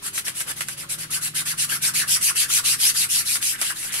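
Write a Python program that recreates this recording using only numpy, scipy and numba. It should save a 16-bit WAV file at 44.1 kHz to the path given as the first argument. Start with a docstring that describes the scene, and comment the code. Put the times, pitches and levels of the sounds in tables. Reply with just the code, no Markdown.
"""Wet, fizzing strokes, close to the microphone: a hand scrubs a soaked, soapy shirt on a hard floor.
Each stroke bursts tiny foam bubbles and squeezes water through the cloth, a squelch that rises in pitch
with the speed of the hand and ends in a slurp as it turns. Now and then a full fold gives way and spurts.
Far off, a motor hums and faint whines come and go over a low rumble.
Heard in stereo through two microphone ports, with short echoes from the floor and nearby walls."""
import sys
import numpy as np
from scipy import signal
from scipy.fft import rfft, irfft
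from scipy.io import wavfile
from scipy.ndimage import uniform_filter1d
from numba import njit

SR = 44100
rng = np.random.default_rng(int(sys.argv[2]) if len(sys.argv) > 2 else 0)


def generate_wav(signal):
    """Clip the signal to [-1, 1] and save it as 16-bit WAV at the path in sys.argv[1]."""
    frames = np.transpose(np.atleast_2d(signal))
    scaled = np.clip(frames, -1, 1) * 32767
    pcm = np.round(scaled).astype(np.int16)
    wavfile.write(sys.argv[1], SR, pcm)


N = 176400

# strokes of the hand: start t/s, end t/s, place of top speed/share of the stroke,
# relative foam level/dB, relative squelch level/dB, squelch f/Hz at top speed
STROKES = [ (0.008, 0.104, 0.65, -27.5, -35.5, 1670), (0.118, 0.218, 0.53, -26, -34, 2110),
           (0.237, 0.306, 0.55, -26, -34, 2180), (0.323, 0.432, 0.79, -27, -37, 2060),
           (0.448, 0.524, 1, -27, -29, 2170), (0.55, 0.64, 0.37, -33.5, -37.5, 2120),
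           (0.648, 0.761, 0.59, -34, -42.5, 1830), (0.761, 0.864, 0.34, -32.5, -37, 2230),
           (0.878, 0.966, 0.51, -26.5, -35, 2160), (0.972, 1.067, 0.38, -29.5, -33, 2590),
           (1.095, 1.203, 0.35, -23.5, -28, 2250), (1.197, 1.302, 0.56, -25, -30.5, 2170),
           (1.335, 1.439, 0.39, -22, -28, 2590), (1.444, 1.553, 0.34, -23.5, -29, 2290),
           (1.561, 1.669, 0.54, -21, -27.5, 2275), (1.672, 1.79, 0.48, -23, -25.5, 2110),
           (1.803, 1.92, 0.45, -19.5, -24.5, 2160), (1.925, 2.055, 0.44, -19.5, -22.5, 2434),
           (2.059, 2.195, 0.49, -18, -26, 2570), (2.189, 2.328, 0.58, -18, -24.5, 2470),
           (2.337, 2.471, .45, -18.5, -24.5, 2750), (2.468, 2.618, 0.6, -18, -25.5, 2700),
           (2.624, 2.773, 0.45, -17.5, -24.5, 2710), (2.767, 2.928, 0.64, -16.5, -29.5, 3220),
           (2.926, 3.077, 0.49, -19, -25, 2970), (3.075, 3.247, 0.42, -19, -28.5, 2900),
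           (3.227, 3.391, 0.64, -21, -31, 3280), (3.402, 3.577, 0.29, -21.5, -29.5, 2860),
           (3.558, 3.742, 0.61, -26.5, -27.5, 1967), (3.728, 3.935, 0.46, -29.5, -31, 1860),
           (3.905, 4.078, 0.31, -26, -28.5, 2430)]
# hand speed at which the foam is half released: t/s, speed/share of top speed
RELEASE_SPEED = [(.6, 0.66), (1.2, 0.58), (2.2, 0.62), (3.3, 0.54)]
# spectrum of the bursting foam: f/Hz, relative level/dB
FOAM_SPECTRUM = [(250, -23), (550, -45), (900, -20), (1400, -16.5), (2800, -1.5), (3600, -4.5), (4800, -3),
                 (6500, -2.5), (8300, 2), (10000, 4.5), (11400, 2), (13000, -11), (15500, -17.5)]
# flicker of the fizz, steadier in the high treble: f/Hz, level spread/dB
FIZZ_FLICKER = [(4000, 4.2), (9000, 2.4)]
# dull rub of the cloth, heaviest in the sodden folds: t/s, level/dB relative to the water flow
CLOTH_RUB = [(0, -15), (.7, -9.5), (1.2, -20), (3.5, -26), (4, -17)]
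# folds full of water giving way: t/s, relative level/dB, f/Hz
SPURTS = [(0.062, -34, 1410), (0.177, -29.5, 2040), (0.279, -26.5, 1900), (0.403, -27, 1930),
          (0.606, -25.5, 1890), (0.684, -30, 1750), (1.458, -40, 2060), (3.354, -26.5, 2040),
          (3.424, -31, 3100), (3.613, -21.5, 1610), (3.700, -30, 1610), (3.939, -25.5, 1880)]
# running speed of the distant motor: t/s, rotation f/Hz
MOTOR_SPEED = [(0, 17.5), (.3, 19.2), (.6, 20), (2.8, 19.9), (3.2, 18.6), (4, 18.2)]
# swell of its hum: t/s, gain/dB
MOTOR_SWELL = [(0, -6), (.6, 0), (1.5, 0.5), (1.9, 4.5), (2.3, -1.5), (2.7, 1.5), (3.2, 0.5), (3.6, -6)]
# its harmonics: multiple of the rotation, level/dB before the swell
MOTOR_HARMONICS = [(5, -58.5), (6, -59), (7, -55), (11, -62.5), (13, -64.5), (17, -64.5)]
# far-off whines and hums: start t/s, end t/s, f/Hz, level/dB
WHINES = [(-.1, .3, 399, -61), (.45, 2.45, 160.3, -50), (.68, 1.08, 564, -61), (2.3, 2.75, 481, -63),
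          (2.7, 3.1, 462, -62), (3.25, 3.9, 323, -60)]
# spectrum of the background rumble: f/Hz, relative level/dB
RUMBLE_SPECTRUM = [(25, -4), (55, -3.5), (100, -3), (160, 5.5), (230, -2), (330, -4), (600, -16),
                   (1400, -13.5), (3000, -9), (12000, -23.5)]
# balance of the microphone ports: f/Hz, left minus right level/dB
PORT_BALANCE = [(100, 1.2), (330, 4.5), (1200, -.3), (2400, 1.2), (4400, 1), (8100, -.5), (10500, 1.5),
                (12500, 5)]

TURN_HZ, TOP_HZ = 1506.0, 15700  # squelch pitch as the hand turns; upper limit of the microphone


def undb(db):
    """Decibels to amplitude."""
    return 10 ** (np.asarray(db) / 20)


def unit(x):
    """Scale to an RMS of 1."""
    return x / np.sqrt(np.mean(x ** 2) + 1e-18)


def curve(x, points):
    """Value at x on straight lines between the points."""
    return np.interp(x, *np.array(points).T)


def response(points):
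    """Gain at each frequency for points of f/Hz, level/dB."""
    hz, db = np.array(points, float).T
    return undb(np.interp(np.log(np.arange(N // 2 + 1) * SR / N + 1), np.log(hz), db))


def colour(x, points):
    """Give a sound a spectrum, at unit level."""
    return unit(irfft(rfft(x) * response(points), N))


def walk(per_s):
    """Smooth random drift with a spread of 1."""
    hold = max(int(SR / per_s), 1)
    steps = np.repeat(rng.standard_normal(N // hold + 1), hold)
    return unit(uniform_filter1d(steps, hold)[:N])


@njit
def bandpass(x, hz, width):
    """Band-pass with a moving centre; width is a share of the centre."""
    y, band_state, low_state = np.empty(len(x)), 0., 0.
    for i in range(len(x)):
        g = np.tan(np.pi * hz[i] / SR)
        band = (band_state + g * (x[i] - low_state)) / (1 + g * (g + width))
        band_state = 2 * band - band_state
        low_state += 2 * g * band
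        y[i] = width * band
    return y


def cavity(x, hz, width):
    """A steep-sided resonance of a wet pocket in the cloth."""
    hz = np.clip(hz * np.ones(N), 50, SR / 3)
    return unit(bandpass(bandpass(x, hz, float(width)), hz, float(width)))


def pops(per_s, spread_db):
    """Random clicks of uneven size."""
    size = undb(spread_db * np.minimum(rng.exponential(size=N), 6)) * rng.choice([-1, 1], N)
    return unit(size * (rng.random(N) < per_s / SR))


def ports(source, shared=0.21, lag_s=0.00007):
    """Two microphone ports hear a wide source partly alike, the left a little later."""
    common, left, right = source(), source(), source()
    late = np.roll(common, round(lag_s * SR))
    return np.sqrt(shared) * np.array([late, common]) + np.sqrt(1 - shared) * np.array([left, right])


def hand(t, gather_db=3):
    """Each stroke speeds up and slows down; speed sets the foam, the water flow and the squelch pitch."""
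    foam, flow, pitch = np.zeros(N), np.zeros(N), np.full(N, TURN_HZ)
    for start, end, top_place, foam_db, squelch_db, top_hz in STROKES:
        fastest = start + np.clip(top_place, .1, .9) * (end - start)
        i = slice(int(start * SR), int(end * SR))
        speed = np.abs(np.sin(np.pi * np.interp(t[i], [start, fastest, end], [0, .5, 1])))
        grip = (speed / curve(start, RELEASE_SPEED)) ** 3.76
        burst = grip / (1 + grip)
        foam[i] += undb(foam_db) * burst / burst.max()
        piled_db = gather_db * (t[i] - start) / (end - start)  # water piles up before the hand
        flow[i] += undb(squelch_db + piled_db) * speed ** 0.53
        pitch[i] += (top_hz - TURN_HZ) * speed ** 3.04
    return foam, flow, pitch


def flicker(x, band_hz=400):
    """The fizz flickers unevenly, each narrow band swelling and fading at random."""
    hz, spectrum, out = np.arange(N // 2 + 1) * SR / N, rfft(x), 0
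    for centre in np.arange(0, TOP_HZ + band_hz, band_hz):
        band = irfft(spectrum * np.maximum(1 - np.abs(hz - centre) / band_hz, 0), N)
        swell_db = curve(centre, FIZZ_FLICKER) * np.minimum(walk(45), 2)
        out = out + band * undb(swell_db)
    return unit(out)


def fizz(foam):
    """Thousands of foam bubbles burst under the fingers, in clumps; hard strokes also rasp the weave."""
    lingering = 0.08 * uniform_filter1d(foam, int(.2 * SR))
    sizzle = flicker(ports(lambda: colour(pops(15000, spread_db=2), FOAM_SPECTRUM)))
    rasp_hz = 5180 * 2 ** (0.25 * walk(30))
    rasp = foam ** 2 / foam.max() * ports(lambda: cavity(pops(2300, spread_db=2.5), rasp_hz, width=0.26))
    clumps = undb(.7 * walk(450))
    return clumps * ((foam + lingering) * undb(-0.5) * sizzle + undb(-7.5) * rasp)


def bubbles(pitch, per_s, cycles, glide=0.0855, scatter_oct=0.2, spread_db=2.5):
    """Larger bubbles ring around the squelch pitch, each gliding up as it dies away."""
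    out = np.zeros(2 * N)
    for when, size, scatter in rng.random((int(per_s * N / SR), 3)):
        i = int(when * N)
        hz = pitch[i] * 2 ** (scatter_oct * np.log(scatter / (1 - scatter)).clip(-2, 4))
        age = np.linspace(0, 4, int(4 * cycles * SR / hz) + 2)  # in decay times of `cycles` periods
        ring = np.exp(-age) * np.sin(2 * np.pi * cycles * age * (1 + glide * age / 2))
        out[i:i + len(age)] += undb(-spread_db * np.log(max(size, .01))) * ring
    return unit(out[:N])


def squelch(t, flow, pitch):
    """Soapy water is forced through the weave, with bubbles, wet squeaks and the dull rub of the cloth."""
    wavering = pitch * 2 ** (0.153 * walk(60))
    water = ports(lambda: cavity(pops(4000, spread_db=-1), wavering, width=1))
    rub = ports(lambda: cavity(pops(2500, spread_db=1.5), hz=1140, width=5.7))
    rub *= undb(curve(t, CLOTH_RUB))
    gulps = undb(1.6 * walk(90))
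    froth = ports(lambda: bubbles(wavering, per_s=600, cycles=9.6))
    squeaks = ports(lambda: bubbles(wavering, per_s=60, cycles=16))
    return flow * gulps * (undb(-18) * water + undb(-17.5) * froth + undb(-14) * squeaks + rub)


def spurts(t, rise_s=0.0015, decay_s=0.013):
    """A fold full of water gives way: a sudden gush with a dull slap and a spray of foam."""
    level, pitch = np.zeros(N), np.full(N, TURN_HZ)
    for start, db, hz in SPURTS:
        age = np.maximum(t - start, 0)
        level += undb(db) * np.minimum(age / rise_s, 1) * np.exp(-age / decay_s)
        pitch[t >= start] = hz
    gush = ports(lambda: cavity(pops(2500, spread_db=4.5), pitch, width=1))
    slap = cavity(rng.standard_normal(N), hz=630, width=0.77)
    spray = ports(lambda: colour(pops(4200, spread_db=4), FOAM_SPECTRUM))
    return level * (gush + undb(-19) * slap + undb(5) * spray)


def slurps(t, centre_hz=1535.0, floor_hz=1150, mean_fall_oct_per_s=24.6, lead_s=0.029, half_s=0.016):
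    """As the hand eases off, a wet pocket opens and its resonance falls, a little differently each time."""
    level, pitch = np.zeros(N), np.full(N, centre_hz)
    pockets = rng.uniform(-1, 1, (len(STROKES), 3))
    for (start, end, _, _, squelch_db, _), (tuning, strength, fall) in zip(STROKES, pockets):
        i = slice(int(start * SR), int(end * SR))
        since_peak = t[i] - (end - lead_s)
        level[i] += undb(squelch_db - 8 + 4 * strength) * np.exp(-(since_peak / half_s) ** 2)
        octaves = .25 * tuning - mean_fall_oct_per_s * (1 + fall) * since_peak
        pitch[i] = centre_hz * 2 ** np.minimum(octaves, 1)
    pitch = np.maximum(pitch, floor_hz)
    flutter = undb(2 * walk(120))
    pocket = ports(lambda: cavity(pops(3500, spread_db=1.8), pitch * 2 ** (.14 * walk(110)), width=.22))
    return level * flutter * pocket


def room(x, t60_s=0.13, echo_db=-6):
    """Short echoes reach the microphone from the floor and nearby walls."""
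    age = np.arange(SR // 2) / SR
    tail = rng.standard_normal((2, len(age))) * np.exp(-np.log(1000) * age / t60_s) * (age > .004)
    tail /= np.sqrt(np.sum(tail ** 2, axis=1, keepdims=True))
    return x + undb(echo_db) * signal.fftconvolve(x, tail, axes=1)[:, :N]


def motor(t, waver_db=1.2):
    """A distant motor picks up, runs evenly and slows; only its low harmonics reach the microphone."""
    phase = 2 * np.pi * np.cumsum(curve(t, MOTOR_SPEED)) / SR
    hum = 0
    for multiple, db in MOTOR_HARMONICS:
        level = undb(db + waver_db * walk(4))
        hum += level * np.sin(round(multiple) * phase + 2 * np.pi * rng.random() + .1 * walk(6))
    return np.sqrt(2) * hum * undb(curve(t, MOTOR_SWELL))


def whines(t):
    """Faint held tones come and go in the distance."""
    out = 0
    for start, end, hz, db in WHINES:
        swell = np.sqrt(np.abs(np.sin(np.pi * np.interp(t, [start, end], [0, 1]))))
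        out += undb(db) * swell * np.sin(2 * np.pi * hz * t + walk(15) / 2)
    return np.sqrt(2) * out


def rumble():
    """Low room tone, most alike at the two ports around 150 Hz."""
    mid, side = (colour(rng.standard_normal(N), RUMBLE_SPECTRUM) for _ in range(2))
    side_gain = response([(25, -2), (60, -2), (150, -24), (300, -6), (1000, 4)])
    side = irfft(rfft(side) * side_gain, N)
    return undb(-50) * np.array([mid + side, mid - side])


def scene():
    """The scrubbing up close with its echoes; motor, whines and room tone behind it."""
    t = np.arange(N) / SR
    foam, flow, pitch = hand(t)
    scrub = fizz(foam) + squelch(t, flow, pitch) + slurps(t) + spurts(t)
    return room(scrub) + motor(t) + whines(t) + rumble()


def record(dry):
    """The microphone's left port is brighter and a little louder than its right; the top is cut off."""
    lean = np.sqrt(response(PORT_BALANCE))
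    heard = irfft(rfft(dry) * np.array([lean, 1 / lean]), N)
    return signal.sosfilt(signal.ellip(12, .2, 80, TOP_HZ, fs=SR, output="sos"), heard)


dry = scene()
out = record(dry)
generate_wav(out)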